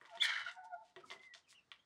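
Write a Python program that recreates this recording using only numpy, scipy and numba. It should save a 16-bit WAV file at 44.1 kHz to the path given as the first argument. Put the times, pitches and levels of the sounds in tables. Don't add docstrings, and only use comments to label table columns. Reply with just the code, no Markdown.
import sys
import numpy as np
from scipy import signal
from scipy.fft import rfft, irfft
from scipy.io import wavfile
from scipy.ndimage import uniform_filter1d
from numba import njit

SR = 44100
rng = np.random.default_rng(int(sys.argv[2]) if len(sys.argv) > 2 else 0)


def transcribe(signal):
    frames = np.atleast_2d(signal).T
    limited = np.clip(frames, -1, 1)
    pcm = np.round(limited * 32767).astype(np.int16)
    wavfile.write(sys.argv[1], SR, pcm)


N = 81585


def undb(db):
    return 10 ** (np.asarray(db) / 20)


def unit(x):
    return x / np.sqrt(np.mean(x ** 2) + 1e-30)


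def times():
    return np.arange(N) / SR


def curve(rows, rise_s=0.014, fade_s=0.02):
    points, t = np.array(rows, float), times()
    start, end = points[0, 0], points[-1, 0]
    gate = np.interp(t, [start - rise_s, start, end, end + fade_s], [0, 1, 1, 0])
    return [np.interp(t, points[:, 0], column) for column in points.T[1:]] + [gate]


def walk(rate_hz):
    size = max(int(SR / rate_hz), 1)
    return unit(uniform_filter1d(uniform_filter1d(rng.standard_normal(N), size), size))


def colour(x, gain):
    hz = np.maximum(np.arange(len(x) // 2 + 1) * SR / len(x), 1)
    return irfft(rfft(x) * gain(hz), len(x))


def hump(x, hz, octaves):
    return colour(x, lambda f: 1 / (1 + (np.log2(f / hz) / octaves) ** 2) ** 2)


@njit
def band(x, hz, width_hz):
    y, band_state, low_state = np.empty(len(x)), 0., 0.
    for i in range(len(x)):
        g, damping = np.tan(np.pi * min(hz[i], .45 * SR) / SR), width_hz / hz[i]
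        v = (band_state + g * (x[i] - low_state)) / (1 + g * (g + damping))
        band_state, low_state = 2 * v - band_state, low_state + 2 * g * v
        y[i] = damping * v
    return y


def ring(modes, t, detune=.012):
    out = np.zeros(len(t))
    for hz, db, t60 in modes:
        tone = np.sin(2 * np.pi * hz * (1 + detune * rng.standard_normal()) * t)
        out += undb(db - 60 * t / t60) * tone * rng.choice([-1, 1])
    return out


TREMBLE_HZ, LURCH_HZ, FAST_TREMBLE_HZ = 222, 261, 734


def voice(hz, harmonics_db, rough, tremble_hz):
    phase = 2 * np.pi * np.cumsum(hz * (1 + rough * walk(tremble_hz))) / SR
    tone = sum(undb(db) * np.sin(k * phase) for k, db in enumerate(harmonics_db, 1))
    return unit(tone) * undb(2.0 * walk(90))


def calls(table, harmonics_db, rough, tremble_hz):
    return sum(gate * undb(db) * voice(hz, harmonics_db, rough, tremble_hz)
               for hz, db, gate in map(curve, table))


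# (frequency [Hz], gain [dB])
AIR_EQ = [(18, -43), (30, 4.5), (100, 4.5), (492, -1), (639, -2.5), (1290, -1), (2130, -6), (2490, -15),
          (3780, -7), (12600, -23.5), (15500, -18.5)]


def air(level_db=-81.5):
    hz, db = np.array(AIR_EQ).T
    drift = undb(level_db + walk(4.4))
    bed = colour(rng.standard_normal(N), lambda f: undb(np.interp(np.log(f), np.log(hz), db)))
    return drift * unit(bed)


# (frequency [Hz], level [dB], t60 [s])
RIM_MODES = [(1117, -7.5, 0.036), (1237, -13.5, 0.069), (1904, -3.5, 0.029), (2030, -1, 0.0061),
             (3178, 1.5, 0.0095), (3520, 5, 0.012), (4490, -6, 0.029), (5300, -10.5, 0.022),
             (6430, -4.5, 0.019)]
# (time [s], level [dB], low cut [Hz], high cut [Hz])
TAP_HITS = [(0.0135, -51, 900, 1920), (0.0526, -51.5, 930, 2140), (0.059, -59.5, 1500, 6270),
            (0.096, -56.5, 870, 3000), (0.154, -59, 1190, 8240), (.174, -48, 880, 3650),
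            (0.514, -52.5, 1740, 7840), (0.851, -71.5, 2420, 9000), (0.9625, -47.5, 815, 3240),
            (0.9777, -61, 880, 3040), (1.103, -45, 700, 3800), (1.106, -48.5, 3000, 6200),
            (1.1142, -43.5, 900, 2900), (1.1176, -58.5, 1520, 13000), (1.1193, -51, 2800, 5750),
            (1.194, -63.5, 2360, 4200), (1.234, -58.5, 870, 4020), (1.338, -51.5, 1185, 6000),
            (1.3407, -53, 3200, 6090), (1.349, -49.5, 1000, 6470), (1.3537, -58, 2950, 5620),
            (1.377, -62.5, 1460, 4900), (1.3803, -65, 2970, 5350), (1.5274, -58.5, 700, 2500),
            (1.7171, -43.5, 915, 3450)]


def taps(click_s=0.0007, rim_db=-10.5, rattle_db=-14, rattle_s=0.029, grain_db=5, crack_db=-27):
    out, t = np.zeros(2 * N), times()[:SR // 8]
    lead = SR // 500
    for start, db, low_hz, high_hz in TAP_HITS:
        def contact(f):
            body = 1 / np.sqrt((1 + (f / high_hz) ** 9.3) * (1 + (low_hz / f) ** 10))
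            return body + undb(crack_db) * f ** 2 / (f ** 2 + high_hz ** 2)

        grains = rng.standard_normal(len(t)) * undb(grain_db * walk(600)[:len(t)])
        rattle = unit(grains) * np.exp(-t / rattle_s)
        click = rng.standard_normal(len(t)) * np.exp(-t / click_s)
        tap = click + undb(rim_db) * ring(RIM_MODES, t) + undb(rattle_db) * rattle
        tap = colour(np.roll(tap, lead), contact)
        tap /= np.sqrt(np.sum(tap ** 2) / (SR * .002))
        i = max(int(start * SR) - lead, 0)
        out[i:i + len(t)] += undb(db) * tap
    return out[:N]


# (frequency [Hz], level [dB], t60 [s])
TRAY_MODES = [(159, -12.5, 0.121), (257, -17.5, 0.15), (332, -1, 0.066), (382, 4, 0.11), (498, -4.5, 0.12),
              (657, -11, 0.04), (854, -19.5, .08)]
# (time [s], ring level [dB], tuning [ratio], thud level [dB], thud centre [Hz])
KNOCK_HITS = [(0.014, -73.5, 0.87, -72.5, 450), (0.172, -71, 1.01, -75, 254), (.963, -56, 1.037, -63, 650),
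              (1.034, -73, 0.86, -73.5, 219), (1.061, -69, 0.72, -77, 168), (1.101, -73, 1.026, -60, 810),
              (1.115, -61.5, 1.04, -63.5, 670), (1.151, -77.5, 0.66, -66.5, 300),
              (1.349, -90, 0.92, -72, 830)]


def knocks(attack_s=0.0012, thud_s=0.025, sag_per_s=3.1):
    out, t = np.zeros(2 * N), times()[:SR // 4]
    slowing_time = (1 - np.exp(-sag_per_s * t)) / sag_per_s
    attack = 1 - np.exp(-t / attack_s)
    for start, ring_db, tuning, thud_db, thud_hz in KNOCK_HITS:
        thud = unit(hump(rng.standard_normal(len(t)), thud_hz, octaves=1.1)) * np.exp(-t / thud_s)
        tray = ring([(hz * tuning, db, t60) for hz, db, t60 in TRAY_MODES], slowing_time)
        i = int(start * SR)
        out[i:i + len(t)] += (undb(ring_db) * tray + undb(thud_db) * thud) * attack
    return out[:N]


# (peak time [s], length [s], level [dB], band centre [Hz])
SCUFF_SWELLS = [(0.053, 0.1, -70, 1120), (0.111, 0.032, -69, 2800), (0.157, 0.068, -65, 1800),
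                (0.239, 0.037, -45.5, 8250), (0.396, 0.016, -66.5, 6550), (0.449, .035, -77.5, 149),
                (0.651, 0.021, -71, 4660), (0.741, 0.013, -80, 4190), (0.88, 0.086, -77, 3060),
                (1.007, 0.017, -67.5, 1730), (1.078, 0.054, -71, 5250), (1.122, 0.2, -79.5, 1210),
                (1.239, 0.061, -73, 3650), (1.357, .035, -81, 3960), (1.512, 0.046, -64, 5100)]


def scuffs(grain_db=3):
    out, t = np.zeros(N), times()
    for at, length, db, hz in SCUFF_SWELLS:
        swell = np.exp(-4 * ((t - at) / length) ** 2)
        grit = rng.standard_normal(N) * undb(grain_db * walk(860))
        out += undb(db) * swell * unit(hump(grit, hz, octaves=1.53))
    return out


# (time [s], pitch [Hz], level [dB])
LOW_REGISTER = [
    [(.118, 707.4, -63), (.138, 668, -59), (.155, 698, -58.5), (.175, 683, -61.5)],
    [(.47, 680, -70), (.49, 690, -68), (.54, 717, -73.5)],
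    [(.568, 745, -60.5), (.584, 728, -52), (.618, 739.5, -49), (.64, 728.7, -55.5), (.695, 741, -72.5),
     (.72, 715.4, -52), (.743, 715.7, -41.5), (.757, 671, -58), (.775, 740, -80.5), (.8, 680, -71.5),
     (.835, 653, -69.5)],
]
# (time [s], pitch [Hz], level [dB])
HIGH_REGISTER = [
    [(.083, 901, -68.5), (.11, 857, -61.5), (.16, 919, -61.5), (.195, 890, -74)],
    [(.553, 929, -69), (.568, 924, -64), (.585, 850, -63)],
    [(.635, 870, -61), (.66, 885, -55.5), (.69, 907, -59.5), (.712, 840.5, -57), (.74, 866, -75),
     (.772, 851, -56.5), (.82, 879, -59.5), (.865, 886, -79.5)],
    [(1.038, 1020, -97), (1.048, 1000, -65), (1.075, 960, -81)],
]


def coos(low_cut_hz=620):
    low = calls(LOW_REGISTER, harmonics_db=[1.5, -10.5, -32], rough=.015, tremble_hz=TREMBLE_HZ)
    high = calls(HIGH_REGISTER, harmonics_db=[4.5, -35.5], rough=.015, tremble_hz=TREMBLE_HZ)
    return colour(low + high, lambda f: 1 / np.sqrt(1 + (low_cut_hz / f) ** 20))


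# (time [s], pitch [Hz], level [dB])
SQUEAL_CURVE = [(.192, 2643, -79.5), (.203, 3007, -44.5), (.212, 3532, -35), (.218, 3499, -33.5),
                (.224, 3446, -25.5), (.227, 3486, -41), (.255, 3400, -48.5), (.275, 3460, -63.5)]


def squeal(lower_hz=2110, lower_db=-10):
    hz, db, gate = curve(SQUEAL_CURVE)
    upper = voice(hz, harmonics_db=[0, -27.5], rough=.02, tremble_hz=FAST_TREMBLE_HZ)
    lower = voice(lower_hz, harmonics_db=[0], rough=.02, tremble_hz=TREMBLE_HZ)
    return gate * undb(db) * (upper + undb(lower_db) * lower)


def buzz(pulse_hz=296.8, jitter=.14, scatter_db=1.8, breath=0.31):
    timing, strength = rng.standard_normal((N // 40, 2)).T
    at = (np.cumsum(np.exp(jitter * timing)) * SR / pulse_hz).astype(int)
    pulses = np.bincount(at[at < N], undb(scatter_db * strength[at < N]), N)
    return unit(pulses - pulses.mean()) + breath * rng.standard_normal(N)


# (centre [Hz], width of each filter stage [Hz], gain [dB])
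FORMANTS = [(1648, 995, -2), (2098, 360, 2), (3047, 410, 1), (3890, 620, -4.5), (5140, 230, -11.5),
            (6000, 240, -14.5), (6640, 273, -18), (7800, 1000, -29), (9800, 1100, -29)]
NOTCH_HZ, NOTCH_WIDTH_HZ = 2502, 420.


def throat(source, shift, treble_db, treble_per_octave=0.17, chest_hz=957., chest_db=-15, leak_db=-15):
    def resonance(centre, width):
        return band(band(source, centre, float(width)), centre, float(width))

    lower = sum(undb(db) * resonance(hz * shift, width) for hz, width, db in FORMANTS[:2])
    upper = np.zeros(N)
    for hz, width, db in FORMANTS[2:]:
        treble_depth = 1 + treble_per_octave * np.log2(hz / NOTCH_HZ)
        upper += undb(db + treble_db * treble_depth) * resonance(hz * shift, width)
    chest = undb(chest_db) * resonance(np.full(N, chest_hz), width=470)
    leak = undb(leak_db) * colour(source, lambda f: 1 / (1 + (690 / f) ** 4) / (1 + (f / 1710) ** 4))
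    return (lower + chest + leak + upper) / np.std(lower)


# (time [s], level [dB], screech pitch [Hz], treble lift [dB])
RASP_CURVE = [(.203, -62.5, 2100, 5.5), (.226, -38.5, 2028, -1.5), (.235, -42, 2073, 6.5),
              (.256, -38.5, 1953, 5), (.272, -40.5, 1914, -1.5), (.305, -40, 1860, -2.5),
              (.345, -44.5, 1800, -0.5), (.408, -43, 1732, -5), (.442, -57.5, 1695, -2.5),
              (.458, -56.5, 1675, 6.5), (.467, -50.5, 1666, -3.5), (.489, -49, 1623, 2.5),
              (.51, -59.5, 1573, -4)]


def rasp(rest_hz=1850, formant_tracking=0.55, screech_db=-5, screech_throb_db=4.5, throb_db=2):
    db, hz, treble_db, gate = curve(RASP_CURVE)
    shift = (hz / rest_hz) ** formant_tracking
    body = throat(buzz(), shift, treble_db)
    screech = voice(hz, harmonics_db=[0], rough=0.13, tremble_hz=LURCH_HZ)
    screech *= undb(screech_throb_db * walk(230))
    cry = body + undb(screech_db) * unit(band(screech, hz, width_hz=1800.))
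    cry -= band(cry, NOTCH_HZ * shift, NOTCH_WIDTH_HZ)
    return gate * undb(db + throb_db * walk(244)) * cry / np.sqrt(2)


# (time [s], level [dB], pitch [Hz])
CATCH_HITS = [(.236, -28.5, 2000), (0.252, -33.5, 1750), (0.3002, -39.5, 1547), (0.308, -37.5, 1850),
              (0.3247, -39.5, 1637), (0.3285, -41.5, 1580), (0.3653, -38, 1830), (0.408, -51.5, 1555),
              (0.466, -42, 1500), (0.487, -42.5, 1448)]


def catches(half_length_s=.0032):
    out, t = np.zeros(N), times()
    for at, db, hz in CATCH_HITS:
        burst = np.exp(-((t - at) / half_length_s) ** 2)
        out += undb(db) * burst * voice(hz, harmonics_db=[0], rough=0.04013, tremble_hz=LURCH_HZ)
    return out


# (time [s], pitch [Hz], level [dB])
PEEP_CURVES = [
    [(1.028, 1300, -75), (1.044, 1268, -50.5), (1.056, 1250, -72)],
    [(1.08, 2233, -75), (1.118, 2060, -51.5), (1.145, 2050, -77), (1.168, 2020, -58), (1.178, 2010, -81.5)],
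    [(1.188, 1990, -77), (1.2, 2010, -60), (1.215, 2040, -67.5), (1.226, 2050, -78)],
    [(1.238, 2070, -60.5), (1.255, 2072, -69), (1.275, 2028, -59), (1.294, 1960, -68), (1.303, 1950, -70),
     (1.32, 1950, -60), (1.335, 1943, -70)],
]


def peeps():
    return calls(PEEP_CURVES, harmonics_db=[7, -30.5], rough=.009, tremble_hz=TREMBLE_HZ)


# (time [s], pitch [Hz], level [dB])
CHEEP_CURVES = [
    [(1.435, 3120, -95), (1.446, 3080, -74.5), (1.465, 2580, -86), (1.488, 2485, -73)],
    [(1.551, 2865, -69), (1.57, 2940, -67.5), (1.595, 2570, -70), (1.612, 2545, -84)],
    [(1.796, 3220, -73.5), (1.803, 3210, -72.5), (1.82, 3460, -90)],
]


def cheeps():
    return calls(CHEEP_CURVES, harmonics_db=[0, -18, -31], rough=.04, tremble_hz=FAST_TREMBLE_HZ)


# (frequency [Hz], t60 [s])
PEN_DECAY = [(200, 0.31), (1000, 0.52), (3000, 0.21), (7000, 0.15), (15000, 0.13)]


def pen(x, predelay_s=0.0021, early_db=10.5, early_s=0.015):
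    t = times()[:SR // 2]
    hz, t60s = np.array(PEN_DECAY).T
    noise, tail = rng.standard_normal(len(t)), np.zeros(len(t))
    for weights, t60 in zip(np.eye(len(hz)), t60s):
        noise_band = colour(noise, lambda f: np.interp(np.log(f), np.log(hz), weights))
        tail += noise_band * undb(-60 * t / t60)
    early = undb(early_db) * rng.standard_normal(len(t)) * np.exp(-t / early_s)
    impulse = (early + tail) * (t > predelay_s)
    return signal.fftconvolve(x, impulse / np.linalg.norm(impulse))[:N]


def scene():
    stems = [  # (sound, reverb send [dB])
        (taps() + scuffs(), -6),
        (knocks(), 0.5),
        (coos() + peeps(), -8.5),
        (squeal(), -7),
        (rasp() + catches(), -3.5),
        (cheeps(), -4)]
    direct = sum(stem for stem, _ in stems)
    walls = pen(sum(undb(send_db) * stem for stem, send_db in stems))
    return (direct + walls + air())[None]


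def record(dry):
    low_cut_hz, shelf_hz, shelf_db, top_hz = 73.15, 10230, -14, 15800

    def microphone(f):
        shelf = undb(shelf_db) + (1 - undb(shelf_db)) / (1 + (f / shelf_hz) ** 16)
        return shelf / np.sqrt(1 + (low_cut_hz / f) ** 4)

    top_cut = signal.ellip(10, .2, 70, top_hz, fs=SR, output="sos")
    return signal.sosfilt(top_cut, colour(dry[0], microphone)[None])


dry = scene()
out = record(dry)
transcribe(out)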